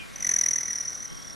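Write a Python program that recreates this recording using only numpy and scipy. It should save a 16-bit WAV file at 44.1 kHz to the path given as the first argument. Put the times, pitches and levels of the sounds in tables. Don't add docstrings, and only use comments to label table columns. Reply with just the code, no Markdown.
import sys
import numpy as np
from scipy import signal
from scipy.fft import rfft, irfft
from scipy.io import wavfile

SR = 44100
rng = np.random.default_rng(int(sys.argv[2]) if len(sys.argv) > 2 else 0)


def unload_wav(signal):
    wavfile.write(
        sys.argv[1],
        SR,
        np.round(np.clip(np.atleast_2d(signal).T, -1, 1) * 32767).astype(np.int16),
    )


N = 59535
TIME_S = np.arange(N) / SR
TAKEOFF_S = .13

# (time [s], level [dB], feather pitch [Hz])
FLIGHT = [(.139, -47.5, 1950), (.163, -31.5, 1965), (.185, -38.5, 1980), (.206, -26.5, 1983),
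          (.272, -17, 1986), (.415, -16, 1970), (.438, -19, 1954), (.463, -17.5, 1953), (.61, -21, 1967),
          (.683, -26, 1965), (.71, -24, 1907), (.812, -27, 1952), (.835, -31, 1910), (.882, -30, 1939),
          (1.006, -33.5, 1953), (1.056, -30, 1959), (1.08, -38.5, 1900), (1.3, -38, 1886)]


def feather_whistle(hz, flutter, sag_per_s=2.69, flutter_depth=.014, swell_s=.0037, release_s=.0026):
    # (pitch multiple, level [dB])
    partials = [(1, -22.5), (2, -63), (3, -1.5), (4, -42), (5, -20.5), (6, -44)]
    t = (np.arange(len(flutter)) - len(flutter) // 2) / SR
    turns = np.cumsum(hz * (1 - sag_per_s * t + flutter_depth * flutter)) / SR + rng.random()
    tone = sum(amp(db) * np.sin(2 * np.pi * k * turns) for k, db in partials)
    return tone * np.exp(-abs(t / np.where(t < 0, swell_s, release_s)) ** 4.5)


def wing_trill(size=1024, pitch_scatter=.0043, wing_detune=.0259, scatter_db=.94, wing_lag_s=.0015):
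    # (time [s], level re downstroke [dB])
    flip_level = [(.25, -26), (.42, -25.5), (.7, -10.5), (.88, -2), (1.05, -4.5), (1.3, -1.5)]
    out, flutter = np.zeros(N), drift(620)
    for s in downstrokes():
        db, hz = curve(FLIGHT, s) + 2, curve(FLIGHT, s, column=2)
        stroke = (0, 0, 1)
        bounce = (.0055, -11.5, 1)
        flip = (-.0065, curve(flip_level, s), 1.02)
        for delay_s, part_db, pitch in (stroke, bounce, flip):
            force, tune, lag = rng.standard_normal(3)
            loud_wing = (0, 0, 1 + pitch_scatter * tune)
            soft_wing = (wing_lag_s * lag, -5.5, 1 + wing_detune * rng.choice([-1, 1]))
            for lag_s, wing_db, wing_pitch in (loud_wing, soft_wing):
                tone = feather_whistle(hz * pitch * wing_pitch, flutter[rng.integers(N - size):][:size])
                gain = amp(db + part_db + wing_db + scatter_db * force)
                add(out, s + delay_s + lag_s - size / 2 / SR, gain * tone)
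    return out


def beat_turns():
    # (time [s], rate [Hz])
    wingbeat = [(0.14, 43.1), (0.22, 46.74), (0.37, 40.73), (0.65, 41.14), (0.77, 38.31), (0.87, 43.05),
                (0.96, 39.37), (1.17, 41.28), (1.27, 37.54)]
    return np.cumsum(curve(wingbeat, TIME_S)) / SR


def downstrokes():
    times = np.flatnonzero(np.diff(np.floor(beat_turns()))) / SR
    return times[times > TAKEOFF_S]


def wing_air(puff_s=.0042, puff_db=-16.5, lift_db=7.5, lift_s=.1):
    # (frequency [Hz], density [dB])
    puff_spectrum = [(30, -2.5), (170, 2), (400, -3.5), (900, -4.5), (1500, -2), (1800, 12), (2150, 11.5),
                     (2700, -7.5), (4200, -6), (5900, -5.5), (7500, -3.5), (9000, -7), (12000, -3)]
    # (wingbeat multiple, level [dB])
    hum_partials = [(1, -42.5), (2, -49), (3, -44.5), (4, -44.5), (5, -79), (6, -42.5)]
    t, turns = TIME_S, beat_turns()
    puffs = sum(amp(rng.standard_normal()) * np.exp(-((t - s) / puff_s) ** 2) for s in downstrokes())
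    lift = np.exp(-np.maximum(t - TAKEOFF_S, 0) / lift_s)
    turbulence = amp(puff_db + lift_db * lift) * puffs * noise(puff_spectrum)
    hum = sum(amp(db) * np.sin(2 * np.pi * k * turns) for k, db in hum_partials) * (t > TAKEOFF_S)
    return amp(curve(FLIGHT, t)) * (turbulence + hum)


def downwash():
    # (time [s], half-width [s], level [dB])
    gusts = [(0.22, 0.0099, -52), (0.268, 0.014, -55), (.319, 0.0067, -44), (0.47, 0.013, -60)]
    # (frequency [Hz], density [dB])
    gust_spectrum = [(25, -11), (160, -3), (400, -2), (800, -4), (2000, -13), (5000, -24)]
    envelope = sum(amp(db) * np.exp(-((TIME_S - s) / width_s) ** 2) for s, width_s, db in gusts)
    return envelope * noise(gust_spectrum)


def shrub_scatter(bird, places=8, late_db=-6):
    # (time [s], level re direct [dB])
    scatter = [(.2, -19.5), (.33, -12), (.45, -16.5), (.7, -6), (.9, -3), (1.3, -12.5)]
    sent = bird * amp(curve(scatter, TIME_S))
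    place = np.linspace(0, places - 1, N)
    crossfades = (np.cos(np.pi / 2 * np.clip(place - k, -1, 1)) for k in range(places))
    early = sum(echoes(sent * fade, t60_s=.04) for fade in crossfades)
    return early + amp(late_db) * echoes(sent, t60_s=.22)


def stereo(mid, side_phase_rad=1.0):
    # (frequency [Hz], gain [dB])
    width = [(150, -28), (600, -25), (2000, -8.5), (3500, -19), (5600, -56), (6100, -25.5), (10000, -31)]
    # (time [s], gain [dB])
    spread = [(.2, -11), (.32, 5.5), (.42, -1), (.7, -6), (1.3, -23)]
    side = irfft(rfft(mid) * gain_at(width) * np.exp(1j * side_phase_rad), N)
    side *= amp(curve(spread, TIME_S))
    return np.array([mid + side, mid - side])


def far_birds(warble_hz=110, wet_db=3):
    # (start [s], length [s], first pitch [Hz], last pitch [Hz], warble depth [Hz], level [dB])
    calls = [(-.03, 0.0577, 2680, 2328, 30.4, -44.5), (-.02, 0.037, 3300, 2760, 270, -46),
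             (1.031, .31, 3112, 3460, 145, -61.5)]
    out = np.zeros(N)
    for start_s, length_s, first_hz, last_hz, depth_hz, db in calls:
        t = np.arange(0, length_s, 1 / SR)
        glide_hz = first_hz + (last_hz - first_hz) * t / length_s
        hz = glide_hz + depth_hz * np.sin(2 * np.pi * warble_hz * t)
        envelope = amp(db) * np.sqrt(2 * abs(np.sin(np.pi * t / length_s)))
        add(out, start_s, envelope * np.sin(2 * np.pi * np.cumsum(hz) / SR))
    return np.array([out + amp(wet_db) * echoes(out, t60_s=.22) for _ in range(2)])


def soft_rush():
    # (time [s], level [dB])
    rush_level = [(0, -56.5), (.15, -51), (.4, -55), (.8, -61), (1.35, -99)]
    # (frequency [Hz], density [dB])
    rush_spectrum = [(1200, -19.5), (1900, -3), (2300, -2.5), (2800, -8.5), (3600, -10), (6000, -22)]
    return amp(curve(rush_level, TIME_S)) * noise(rush_spectrum)


def outdoor_hiss(level_db=-49):
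    # (frequency [Hz], density [dB])
    hiss_spectrum = [(20, -3), (130, 3.5), (350, -1.5), (550, 2.5), (800, 0), (1400, 2), (2100, -0.5),
                     (2650, -6.5), (3200, -5), (4100, -2.5), (6000, -2.5), (9000, -8.5), (12000, -8)]
    return amp(level_db + .5 * drift(14)) * noise(hiss_spectrum)


def camera_motor(waver_rad=.15, rumble_db=-44.5):
    whine_hz = [1080, 1140, 1319, 1358, 1439, 1559, 2161]
    # (level [dB], phase between channels [rad])
    whine_lines = [(-59.5, 2.63), (-62, 1.73), (-68, 0.91), (-63, 1), (-68, 0.71), (-64, 0.6), (-64, .5)]
    # (frequency [Hz], density [dB])
    rumble_spectrum = [(20, 0), (55, -0.5), (140, 2), (280, -3), (480, -10.5), (750, -12.5), (1100, -15.5),
                       (1800, -12.5), (2800, -24), (3800, -19), (4300, -52), (12000, -52)]
    whine, sides = np.zeros((2, N)), np.array([[1], [-1]])
    for hz, (db, offset_rad) in zip(whine_hz, whine_lines):
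        phase = 2 * np.pi * (hz * TIME_S + rng.random()) + waver_rad * drift(8)
        whine += amp(db) * np.sqrt(2) * np.cos(phase + sides * offset_rad / 2)
    rumble = amp(rumble_db + 1.7 * drift(14)) * noise(rumble_spectrum)
    return whine + sides * rumble


def amp(db):
    return 10 ** (np.asarray(db) / 20)


def unit(x):
    return x / np.sqrt(np.mean(x ** 2) + 1e-20)


def curve(table, s, column=1):
    table = np.array(table)
    return np.interp(s, table[:, 0], table[:, column])


def gain_at(spectrum):
    hz, db = np.transpose(spectrum)
    return amp(np.interp(np.log(np.fft.rfftfreq(N, 1 / SR) + 1), np.log(hz), db))


def noise(spectrum):
    return unit(irfft(rfft(rng.standard_normal(N)) * gain_at(spectrum), N))


def drift(cutoff_hz):
    lowpass = np.exp(-(np.fft.rfftfreq(N, 1 / SR) / cutoff_hz) ** 2)
    return unit(irfft(rfft(rng.standard_normal(N)) * lowpass, N))


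def add(mix, s, sound):
    start = round(s * SR)
    sound = sound[max(-start, 0):]
    part = mix[max(start, 0):][:len(sound)]
    part += sound[:len(part)]


def echoes(x, t60_s):
    t = np.arange(SR // 3) / SR
    taps = rng.standard_normal(len(t)) * (rng.random(len(t)) < .2)
    decay = (t > .002) * amp(-60 * t / t60_s)
    return unit(signal.fftconvolve(x, taps * decay)[:N]) * np.std(x)


def scene():
    bird = wing_trill() + wing_air()
    rush = soft_rush()
    near = stereo(bird + shrub_scatter(bird) + downwash())
    return near + rush + far_birds() + camera_motor() + outdoor_hiss()


def record(dry):
    lowpass = signal.firwin(255, 12100, window=("kaiser", 8), fs=SR)
    return signal.oaconvolve(dry, lowpass[None], "same")


dry = scene()
out = record(dry)
unload_wav(out)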